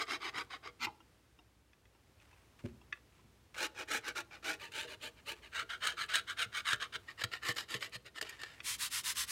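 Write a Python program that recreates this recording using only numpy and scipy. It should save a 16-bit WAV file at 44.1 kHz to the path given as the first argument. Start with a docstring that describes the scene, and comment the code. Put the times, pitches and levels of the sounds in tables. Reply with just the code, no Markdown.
"""A quiet workshop, one close microphone: a flat steel blade scrapes brittle old glue off a wooden case,
then off a thin wooden panel, in quick strokes; sandpaper is handled, then takes over in fast even strokes.
Scraping, sanding and brushing are friction: random tiny fractures, shaped by hand speed, excite filters.
Rocking wood, bench thumps, touches and steel clacks are struck bodies: sums of decaying sine modes.
Shaped noise makes the air, a wavering sine the hum, and decaying noise the echo of the room."""
import sys
import numpy as np
from scipy import signal
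from scipy.fft import rfft, irfft
from scipy.io import wavfile
from scipy.ndimage import map_coordinates

SR = 44100
rng = np.random.default_rng(int(sys.argv[2]) if len(sys.argv) > 2 else 0)


def to_wav(sig):
    """Store sig (one row per channel, or 1-D mono) as 16-bit WAV at the path in sys.argv[1].

    Samples outside -1..1 are clipped; the rate is SR.
    """
    pcm = np.clip(np.atleast_2d(sig), -1, 1) * 32767
    pcm = np.round(pcm).astype(np.int16)
    wavfile.write(sys.argv[1], SR, pcm.T)  # frames by channels


N = 410571  # samples
FFT_SIZE = 4096
HZ = np.fft.rfftfreq(FFT_SIZE, 1 / SR)


def amp(db):
    """Level law: decibels to amplitude gain."""
    return 10 ** (np.asarray(db) / 20)


def unit(x):
    """Normalization: scales a signal to rms 1."""
    return x / np.sqrt(np.mean(x ** 2) + 1e-20)


def read(points, hz):
    """Spectral interpolation: reads a table along a log-frequency axis."""
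    table_hz, value = np.transpose(points)
    return np.interp(np.log(hz + 1), np.log(table_hz + 1), value)


def add(mix, s, sound):
    """Superposition: adds a sound at time s, dropping what lies outside the mix."""
    at = round(s * SR)
    sound = sound[max(-at, 0):]
    part = mix[max(at, 0):][:len(sound)]
    part += sound[:len(part)]


def wander(size, span):
    """Smoothed random process: rms about 1, changing over about span steps."""
    window = signal.windows.hann(max(int(span), 1) * 2 + 1)
    noise = rng.standard_normal(size + len(window) - 1)
    return signal.fftconvolve(noise, window, "valid") / np.linalg.norm(window)


def response(db):
    """Minimum phase: a causal impulse response of energy 1 follows from the spectrum alone."""
    log_gain = np.log(amp(np.maximum(db - db.max(), -100)))
    circle = np.concatenate([log_gain, log_gain[-2:0:-1]])
    # the Hilbert transform of the log gain gives the phase
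    spectrum = np.exp(np.conj(signal.hilbert(circle)))
    taps = np.fft.ifft(spectrum).real[:FFT_SIZE // 2]
    return taps / np.linalg.norm(taps)


def speed_of(start, fastest, end, peakedness):
    """Stroke kinematics: speed rises and falls once as a power of a skewed half sine."""
    t = np.arange(start, end, 1 / SR)
    phase = np.interp(t, [start, fastest, end], [0, .5, 1])
    return np.sin(np.pi * phase).clip(0) ** peakedness


def grit(speed, per_s, spread_db, clump_db, clump_s):
    """Microfracture: uneven impulses, more of them at speed (per_s at speed 1), swelling in clumps."""
    size = len(speed)
    breaks = rng.random(size) < per_s / SR * (.6 + .4 * speed)
    excess = np.minimum(rng.exponential(1, size), 3)
    sizes = amp(spread_db * excess) * rng.choice([-1, 1], size)
    clumps = amp(clump_db * np.tanh(wander(size, clump_s * SR)))
    return unit(breaks * sizes * clumps)


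def knocks(blows, modes, upper_hz, contact_s, rattle, rattle_s, detune):
    """Modal synthesis: each blow rings decaying sines, upper_db sets those above upper_hz, contact chatters."""
    out = np.zeros(N)
    t = np.arange(SR // 2) / SR
    for s, level_db, upper_db in blows:
        ring = np.zeros(len(t))
        for k, (hz, db, t60) in enumerate(modes):
            fall = amp(db + upper_db * (hz > upper_hz) - 60 * t / t60)
            pitch_hz = hz * rng.normal(1, detune)
            ring += (-1) ** k * fall * np.sin(2 * np.pi * pitch_hz * t)
        ring *= 1 - np.exp(-t / contact_s)  # the contact softens the onset
        chatter = rattle * rng.standard_normal(len(t)) * np.exp(-t / rattle_s)
        chatter[0] = 1
        chatter /= np.linalg.norm(chatter)
        add(out, s, amp(level_db) * signal.fftconvolve(ring, chatter))
    return out


# spectral shape of the workshop air: pitch_hz [Hz], level_db [dB per Hz, relative]
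AIR = [(15, -70), (28, -44), (42, -11.5), (60, -5.5), (104, -3.5), (180, -13), (371, -14), (620, -20),
       (955, -21), (1400, -22.5), (2400, -24.5), (4200, -28.5), (9000, -33.5), (15800, -39.5)]
# level of the workshop air over time: time_s [s], level_db [dB]
AIR_LEVEL = [(0, -66), (1.1, -67.5), (1.65, -70.5), (2.45, -66), (3.5, -67.5), (5.2, -65), (7.0, -64.5),
             (8.05, -68), (8.6, -64)]
HUM_HZ, HUM_DB = 59.3, -76.5


def air():
    """Broadband flow noise: ventilation of slowly changing level, plus a faint phase-wavering hum."""
    t = np.arange(N) / SR
    spectrum = rfft(rng.standard_normal(N)) * amp(read(AIR, np.fft.rfftfreq(N, 1 / SR)))
    noise = unit(irfft(spectrum, N))
    level_db = np.interp(t, *np.transpose(AIR_LEVEL))
    hum = np.sqrt(2) * np.sin(2 * np.pi * HUM_HZ * t + .5 * wander(N, SR / 4))
    return noise * amp(level_db) + amp(HUM_DB) * hum


# reverberation of the room: pitch_hz [Hz], t60_s [s]
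ROOM = [(100, 0.66), (500, 0.63), (1000, 0.33), (2000, 0.19), (6000, 0.3), (15000, 0.17)]


def room(x, delay_s=.006, absorb_hz=4500):
    """Diffuse reverberation: dense reflections decay at a rate set by frequency, with the treble softened."""
    hz, t, z = signal.stft(rng.standard_normal(SR // 2), SR, nperseg=256)
    fall = amp(-60 * t / read(ROOM, hz)[:, None])
    tail = signal.istft(z * fall, SR, nperseg=256)[1]
    tail = np.concatenate([np.zeros(int(delay_s * SR)), tail / np.linalg.norm(tail)])
    absorption = signal.butter(2, absorb_hz, fs=SR, output="sos")
    return signal.sosfilt(absorption, signal.fftconvolve(x, tail)[:N])


# soft brushing of hands and blade, then sandpaper being handled (from 8.2 s):
# start_s [s], length_s [s], level_db [dB]
RUSTLES = [(2.17, 0.28, -70.5), (2.58, 0.037, -64), (2.633, 0.075, -62), (2.922, 0.067, -66),
           (3.061, .27, -76), (3.54, 0.041, -53), (5.355, 0.05, -62.5), (6.992, 0.11, -70.5),
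           (8.22, .17, -57.5), (8.462, 0.27, -65)]
# spectral shape of the brushing: pitch_hz [Hz], level_db [dB per Hz, relative]
CLOTH = [(100, -11), (400, -7), (900, 3.5), (2400, 6), (4000, -5), (8000, -10), (15000, -25)]
RUSTLE_RISE = .3  # share of a brush spent speeding up


def rustling():
    """Soft friction: sparse, strongly clumped catches and slips excite one broad, soft colour."""
    out = np.zeros(N)
    for start, length, db in RUSTLES:
        speed = speed_of(start, start + RUSTLE_RISE * length, start + length, peakedness=0.53)
        force = speed * grit(speed, per_s=2900, spread_db=4.5, clump_db=7, clump_s=0.0056)
        add(out, start, amp(db) * signal.fftconvolve(force, response(read(CLOTH, HZ))))
    return out


# wood is touched or set down: start_s [s], level_db [dB], upper_db [dB, upper modes]
TAPS = [(.868, -38, -15), (.881, -41, -14), (1.003, -59.5, 3.5), (1.389, -55.5, 4.5), (1.948, -64, 3),
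        (2.327, -62.5, 3), (2.814, -62.5, 5), (3.192, -62, -3)]
# modes of the touched wood: pitch_hz [Hz, before detuning], level_db [dB], t60_s [s]
TAP_MODES = [(330, -7.5, 0.089), (778, -5.5, 0.088), (956, 5.5, 0.036), (1306, -6, 0.055), (2100, -10, .02),
             (2794, 0, 0.029), (3550, -9, 0.056), (5470, -8.5, .02)]


def taps_on_wood():
    """Impact on a small body: short modes with a strong brief chatter."""
    return knocks(TAPS, TAP_MODES, upper_hz=1100, contact_s=0.00061,
                  rattle=0.35, rattle_s=0.0052, detune=0.047)


# a hand lands on the bench: start_s [s], level_db [dB], upper_db [dB, upper modes]
THUMPS = [(2.64, -36, 1), (2.652, -43, 12), (3.24, -61, -2)]
# modes of the bench: pitch_hz [Hz, before detuning], level_db [dB], t60_s [s]
BENCH_MODES = [(66.2, -19, 0.89), (103, 2.5, 0.077), (130, 4.5, 0.085), (210.6, -8, 0.39),
               (239, -0.5, 0.092), (346, -9.5, 0.13), (380, -10.5, 0.13), (570, -12.5, 0.047)]


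def thumps():
    """Impact on a heavy body: the bench rings in low modes."""
    return knocks(THUMPS, BENCH_MODES, upper_hz=300, contact_s=0.0014,
                  rattle=0.0094, rattle_s=0.051, detune=0.0052)


# steel meets wood with a small bounce: start_s [s], level_db [dB], upper_db [dB, upper modes]
CLACKS = [(1.732, -60.5, 8), (1.854, -63, 6), (2.2, -68, 14), (2.59, -65, 9), (2.9243, -38, -7),
          (2.9266, -33, 1.5), (2.9323, -47, 4.5), (8.603, -39.5, 5.5)]
# modes of steel and wood: pitch_hz [Hz, before detuning], level_db [dB], t60_s [s]
CLACK_MODES = [(345, -26.5, 0.11), (1164, -12.5, 0.069), (1400, -9, 0.017), (1716, -2, 0.028),
               (2000, -0.5, 0.02), (2440, -7.5, 0.019), (2580, -6.5, 0.029), (2890, -12, 0.023),
               (3380, -8.5, .018), (3700, -14.5, 0.017), (4530, -23.5, 0.044), (5470, -18, 0.016),
               (6060, -18, .016)]


def clacks():
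    """Hard impact: a very short contact leaves the high modes sharp."""
    return knocks(CLACKS, CLACK_MODES, upper_hz=2100, contact_s=0.00022,
                  rattle=0.1, rattle_s=0.0024, detune=0.0028)


# each row of STROKES ends in a soft jolt just before it stops; level is against the stroke's body
JOLT_LEAD_S, JOLT_DB, JOLT_UPPER_DB = .025, -29.5, 16.5


def jolts():
    """Momentum transfer: the wood takes a blow as each row brakes (start_s, level_db, upper_db)."""
    blows = []
    for start, fastest, end, db in STROKES:
        body_db = colour_of(fastest, db)[0]
        blows.append((end - JOLT_LEAD_S, db + body_db + JOLT_DB, JOLT_UPPER_DB))
    return blows


# the wood tips and drops back on its towel: start_s [s], level_db [dB], upper_db [dB, upper modes]
ROCKS = [(.35, -53, -2), (.672, -62, 14), (.858, -48, -4), (.884, -58, 8), (4.2, -60.5, 17),
         (4.845, -63, 21), (6.458, -46, -10), (6.728, -42, 1), (6.955, -49.5, 6), (7.238, -37.5, -4),
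         (7.488, -37, 0), (7.745, -40, 1.5), (7.952, -45.5, -1), (8.218, -55, 13.5)]
# modes of the rocking wood: pitch_hz [Hz, before detuning], level_db [dB], t60_s [s]
ROCK_MODES = [(89, -14, 0.11), (117.2, -1, .15), (189, -6, 0.089), (240, -15, .07), (334, -7.5, 0.094),
              (404.4, -14, 0.19), (469.5, -5, 0.12), (643, -6.5, 0.094)]


def rocking():
    """Cushioned impact: a slow contact softens the onset of the ringing wood, for both rocks and jolts."""
    return knocks([*ROCKS, *jolts()], ROCK_MODES, upper_hz=250, contact_s=0.0058,
                  rattle=0.044, rattle_s=0.0081, detune=0.03)


# the sanding hand turns round and sets off again: start_s [s], level_db [dB]
SANDING = [(8.627, -38.5), (8.776, -38), (8.895, -38), (9.027, -36.5), (9.143, -36.5), (9.261, -38.5)]
# sandpaper on the panel: pitch_hz [Hz], level_db [dB per Hz, relative]
PAPER = [(350, -55), (600, -25), (717, -31), (789, -17), (1070, -1.5), (1360, -4), (1870, 0.5),
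         (2490, -0.5), (3020, 0.5), (5290, -0.5), (5820, -2), (9650, -1.5), (15800, -14)]
# the panel shudders under the sanding hand: pitch_hz [Hz], level_db [dB per Hz, relative]
SHUDDER = [(20, -37), (40, -5), (62, 12), (110, -10), (200, -14), (400, -8), (700, -24), (1200, -45)]
# a stroke lasts until the next turn: length of the last one, overlap at the turn, share spent speeding up
SAND_STROKE_S, SAND_OVERLAP_S, SAND_RISE = 0.14, .003, 0.52


def sanding(ripple_db=2.0, ripple_hz=70, shudder_db=-28, pressure=1.35, peakedness=1.82):
    """Abrasion: many grains cut at once, an almost smooth hiss that levels off at speed."""
    out = np.zeros(N)
    next_turns = [s for s, db in SANDING[1:]] + [SANDING[-1][0] + SAND_STROKE_S]
    for (turn, db), next_turn in zip(SANDING, next_turns):
        start, end = turn - SAND_OVERLAP_S, next_turn + SAND_OVERLAP_S
        fastest = start + SAND_RISE * (end - start)
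        speed = speed_of(start, fastest, end, peakedness)
        speed = np.tanh(pressure * speed) / np.tanh(pressure)
        force = speed * grit(speed, per_s=22000, spread_db=2.0, clump_db=1.7, clump_s=0.0024)
        ripple = ripple_db * wander(len(HZ), ripple_hz / HZ[1])
        panel = response(read(PAPER, HZ) + ripple)
        shudder = amp(shudder_db) * response(read(SHUDDER, HZ))
        add(out, start, amp(db) * signal.fftconvolve(force, panel + shudder))
    return out


# what blade and wood ring with where the edge bites: pitch_hz [Hz, before shifting], width_hz [Hz], level_db [dB]
CASE_RAIL = [(308, 27, -7.5), (420, 45, -10), (890, 200, -13.5), (1186, 96, -2), (1470, 180, -6.5),
             (2154, 270, -5), (3080, 620, -12), (3770, 114, -7.5), (4880, 430, -12), (6530, 440, -19.5),
             (8080, 1400, -25), (11790, 2190, -36)]
CASE_CORNER = [(300, 67, -2), (934, 76, -2), (1300, 140, 1), (2060, 56, 2.5), (2290, 280, -2.5),
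               (2900, 90, -24), (3470, 620, -23), (4340, 210, -20), (5000, 810, -21.5), (7100, 1000, -21.5),
               (9850, 290, -30), (13010, 2000, -33)]
PANEL_END = [(324, 32, 0.5), (477, 52, -4), (618, 13, -4.5), (850, 38, -4), (1267, 180, -4.5),
             (1490, 140, -1.5), (1730, 240, -2.5), (2403, 170, 1.5), (2860, 360, -4), (3760, 760, -6),
             (5540, 2000, -11), (9050, 460, -20.5), (11500, 3900, -26.5)]
PANEL_EDGE = [(395, 86, -9.5), (601, 25, -9.5), (913, 31, -4.5), (1220, 94, -8.5), (1705, 170, -4.5),
              (2440, 360, -5.5), (2920, 290, -0.5), (4050, 680, -7), (6740, 1150, -15), (8740, 1150, -17.5),
              (11600, 810, -20.5), (15300, 2450, -29)]
PANEL_MIDDLE = [(328, 84, -24), (468, 28, -12), (634, 50, -15), (1377, 143, -2.5), (1633, 180, -3),
                (2230, 300, -7.5), (3035, 305, -4.5), (3890, 340, -7.5), (4600, 1300, -17.5),
                (6480, 270, -16), (8310, 1220, -20.5), (11770, 1000, -32), (14700, 1000, -35)]
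PANEL_CORNER = [(323, 24, -8.5), (470, 124, -12), (770, 200, -17.5), (1100, 103, -9.5), (1350, 146, -6),
                (1820, 139, 2.5), (2290, 190, -6.5), (2905, 250, -3), (3880, 610, -8), (4820, 540, -10.5),
                (6800, 660, -17.5), (8150, 560, -19), (11400, 2200, -26.5)]
# colour of the place worked; a row is overridden by any later-listed row already begun:
# since_s [s], resonances [one of the tables above], body_db [dB], bite_db [dB], fizz_db [dB]
SPOTS = [(-1, CASE_RAIL, 3, -1, -5), (.73, CASE_CORNER, -5, 10.5, -1), (3, PANEL_END, 2.5, -4, -2.5),
         (4.57, PANEL_EDGE, 3, 2, 6.5), (4.5, PANEL_EDGE, 4.5, -2, -1.5),
         (5.5, PANEL_MIDDLE, 3, -2.5, -4.5), (6, PANEL_MIDDLE, -4, -2.5, -4.5),
         (7, PANEL_CORNER, -0.5, -1, 0), (7.5, PANEL_CORNER, 3, 1.5, 5.5)]


def spot_at(s):
    """Position dependence: resonances, body, bite and fizz of the place worked at time s."""
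    return [spot for since, *spot in SPOTS if since <= s][-1]


# bite (3-5 kHz) and fizz (above 7 kHz) gained per dB of stroke level over an ordinary stroke
ORDINARY_DB, BITE_PER_DB, FIZZ_PER_DB = -40, 0.21, .6


def colour_of(s, db):
    """Pressure brightening: body, bite and fizz of the place, brighter the harder the stroke is pressed."""
    modes, body_db, bite_db, fizz_db = spot_at(s)
    excess_db = db - ORDINARY_DB
    return body_db, bite_db + BITE_PER_DB * excess_db, fizz_db + FIZZ_PER_DB * excess_db


def wood(s, body_db, bite_db, fizz_db, ripple_db=4.5, ripple_hz=75, grip=0.026, damping_s=0.027):
    """Damped resonance: the modes of the spot shift with each new grip, and the hand damps them."""
    power = np.zeros(len(HZ))
    for hz, width, db in spot_at(s)[0]:
        offset = (HZ - hz * rng.normal(1, grip)) / width
        power += amp(db) ** 2 / (1 + offset ** 2) ** 2
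    colour = read([(60, -12.5), (250, body_db), (650, body_db), (1000, 0.5), (2100, 0),
                   (3000, bite_db), (5000, bite_db), (7500, fizz_db)], HZ)
    ripple = ripple_db * np.tanh(wander(len(HZ), ripple_hz / HZ[1]))
    taps = response(10 * np.log10(power) + colour + ripple)
    taps = taps * np.exp(-np.arange(len(taps)) / (damping_s * SR))
    return taps / np.linalg.norm(taps)


# short cracks: glue giving way under the blade, and at the end crackles of handled sandpaper:
# start_s [s], level_db [dB, relative], fizz_db [dB]
SNAPS = [(.382, -35, -2), (.672, -43.5, -6), (.844, -34.5, 8.5), (.866, -42.5, -4), (3.578, -39.5, 4),
         (4.08, -35.5, 6), (4.202, -44, 9), (4.718, -48, 2), (5.869, -27, 6.5), (6.137, -31, 2),
         (6.153, -25, 6.5), (6.719, -31, -9), (6.729, -24, 0), (6.822, -32.5, -8.5), (6.953, -36, -13),
         (7.215, -35, -11), (7.236, -26, 1.5), (7.334, -36, -10), (7.484, -29, 5), (7.581, -31.5, -8),
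         (7.74, -32, 1), (7.824, -34, -19), (8.181, -40, -12), (8.211, -32.5, 5.5), (8.224, -35.5, 3),
         (8.292, -42.5, 11.5), (8.414, -41.5, 3), (8.432, -36.5, -2)]
SNAP_T60_S = 0.035


def snaps(rise_s=.003, level_db=-0.5):
    """Sudden release: glue gives way, or paper crackles, in a short burst of cracks that builds and dies."""
    out = np.zeros(N)
    t = np.arange(SR // 8) / SR
    swell = np.minimum(t / rise_s, 1) * amp(-60 * np.maximum(t - rise_s, 0) / SNAP_T60_S)
    for s, db, fizz_db in SNAPS:
        cracks = grit(swell, per_s=11000, spread_db=2.2, clump_db=2, clump_s=.001)
        burst = unit(swell * cracks) * np.sqrt(np.mean(swell ** 2))
        body = wood(s, body_db=-1.5, bite_db=0.0, fizz_db=fizz_db)
        add(out, s, amp(db + level_db) * signal.fftconvolve(burst, body))
    return out


# friction grows as this power of the hand's speed, then levels off (higher = sooner)
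SPEED_POWER, LEVELLING = 1.49, .9


def friction_of(start, fastest, end):
    """Saturating friction: the force through one stroke, 1 at its fastest."""
    speed = speed_of(start, fastest, end, SPEED_POWER)
    return np.tanh(LEVELLING * speed) / np.tanh(LEVELLING)


# brittle flakes cracking off and landing: pitch_hz [Hz], level_db [dB per Hz, relative]
FLAKES = [(500, -38), (2000, 6), (4000, -6), (8000, -1), (12500, -12), (15800, -13)]


def flakes(level_db=-26, linger_s=0.032, per_s=600):
    """Granular impacts: sparse clicks, as of glue flakes, grow with friction and patter on after each row."""
    out = np.zeros(N)
    t = np.arange(SR // 150) / SR
    keep = np.exp(-1 / (linger_s * SR))
    for start, fastest, end, db in STROKES:
        fizz_db = colour_of(fastest, db)[2]
        friction = np.pad(friction_of(start, fastest, end), (0, SR // 6))
        in_flight = signal.lfilter([1 - keep], [1, -keep], friction)
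        click = rng.standard_normal(len(t)) * np.exp(-t / 0.0019)
        crack = signal.fftconvolve(click, response(read(FLAKES, HZ)))
        crack /= np.linalg.norm(crack)
        patter = in_flight * grit(in_flight, per_s=per_s, spread_db=8.5, clump_db=10.0, clump_s=0.0062)
        add(out, start, amp(db + level_db + fizz_db) * signal.fftconvolve(patter, crack))
    return out


def stick_slip(size, per_s=45, jitter=.7, load_db=2.5):
    """Stick-slip: load builds and collapses as the contact gives, at an uneven rate."""
    rate = per_s * np.exp(jitter * wander(size, SR / 100))
    load = (rng.random() + np.cumsum(rate) / SR) % 1
    return unit(amp(load_db * (2 * load - 1)))


def travel(force, direction, echo=0.35, delay_s=0.001099, glide=0.23):
    """Comb filtering: an echo from the end of the wood joins the force; its delay slides along the stroke."""
    at = np.arange(len(force))
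    slide = np.exp(direction * glide * np.linspace(-1, 1, len(force)))
    delay = SR * delay_s * rng.uniform(0.78, 1.272) * slide  # samples
    echoed = map_coordinates(force, [at - delay], order=3)
    return (force + echo * echoed) / np.hypot(1, echo)


# scraping strokes to and fro, a catching stroke takes two rows; the last two rows are sandpaper being handled:
# start_s [s], fastest_s [s], end_s [s], level_db [dB, relative]
STROKES = [(-0.062, 0.002, 0.052, -35.5), (0.055, 0.131, 0.185, -38), (0.191, 0.265, 0.315, -40),
           (0.318, 0.39, 0.438, -39.5), (0.489, 0.533, 0.584, -45.1), (0.619, 0.654, 0.716, -49),
           (0.788, 0.85, 0.865, -36.5), (3.55, 3.642, 3.683, -36), (3.733, 3.812, 3.852, -44),
           (3.868, 3.945, 4.007, -35.5), (4.016, 4.091, 4.125, -41), (4.145, 4.172, 4.233, -39.5),
           (4.298, 4.333, 4.404, -52), (4.419, 4.483, 4.573, -38), (4.582, 4.631, 4.708, -48),
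           (4.708, 4.782, 4.878, -40.7), (4.853, 4.921, 4.968, -48), (4.996, 5.053, 5.108, -43.8),
           (5.148, 5.192, 5.221, -62.5), (5.246, 5.307, 5.353, -42.5), (5.41, 5.447, 5.5, -54.9),
           (5.509, 5.592, 5.646, -37.5), (5.686, 5.705, 5.792, -42), (5.797, 5.858, 5.956, -36),
           (5.96, 6.007, 6.069, -38), (6.077, 6.111, 6.151, -40), (6.127, 6.149, 6.222, -33),
           (6.263, 6.297, 6.348, -40), (6.358, 6.42, 6.461, -35), (6.514, 6.581, 6.62, -37.7),
           (6.637, 6.694, 6.772, -33.6), (6.793, 6.816, 6.881, -41), (6.919, 6.946, 6.979, -41),
           (7.067, 7.096, 7.138, -49), (7.167, 7.218, 7.238, -42.5), (7.309, 7.323, 7.4, -43.5),
           (7.408, 7.49, 7.536, -36.0), (7.555, 7.57, 7.659, -41.5), (7.672, 7.729, 7.8, -42.1),
           (7.802, 7.822, 7.897, -43), (7.91, 7.96, 7.971, -44.5), (8.042, 8.064, 8.103, -53),
           (8.137, 8.181, 8.199, -47), (8.231, 8.277, 8.388, -52), (8.379, 8.4, 8.621, -52.5)]


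def scraping(level_db=-0.11, slow_hz=3200, brightening=0.5, catch_db=2.5, catch_s=.005):
    """Dry friction: scraping, and last the handled paper; dull while slow, crisp at speed and in brief catches."""
    out = np.zeros(N)
    slow_filter = signal.butter(1, slow_hz, fs=SR, output="sos")
    for k, (start, fastest, end, db) in enumerate(STROKES):
        friction = friction_of(start, fastest, end)
        cracks = grit(friction, per_s=8500, spread_db=3.0, clump_db=2, clump_s=0.0024)
        # the echo's glide reverses from row to row
        force = travel(friction * cracks * stick_slip(len(friction)), (-1) ** k)
        catches = amp(catch_db * np.tanh(wander(len(force), catch_s * SR)))
        crisp = speed_of(start, fastest, end, brightening) * catches
        dull = signal.sosfiltfilt(slow_filter, force)
        contact = dull + crisp * (force - dull)
        body = wood(fastest, *colour_of(fastest, db))
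        add(out, start, amp(db + level_db) * signal.fftconvolve(contact, body))
    return out


def scene():
    """Superposition: all the work at the bench, its echo and the air; one microphone feeds both channels."""
    work = scraping() + flakes() + snaps() + sanding() + rustling()
    work += rocking() + thumps() + taps_on_wood() + clacks()
    mono = work + amp(-18) * room(work) + air()
    return np.array([mono, mono])


EDGE_HZ = 15900


def record(dry):
    """Band limiting: a linear-phase low-pass removes what lies above the recorder's edge."""
    band = signal.firwin(511, EDGE_HZ, window=("kaiser", 9), fs=SR)
    return signal.oaconvolve(dry, band[None], "same")


dry = scene()
out = record(dry)
to_wav(out)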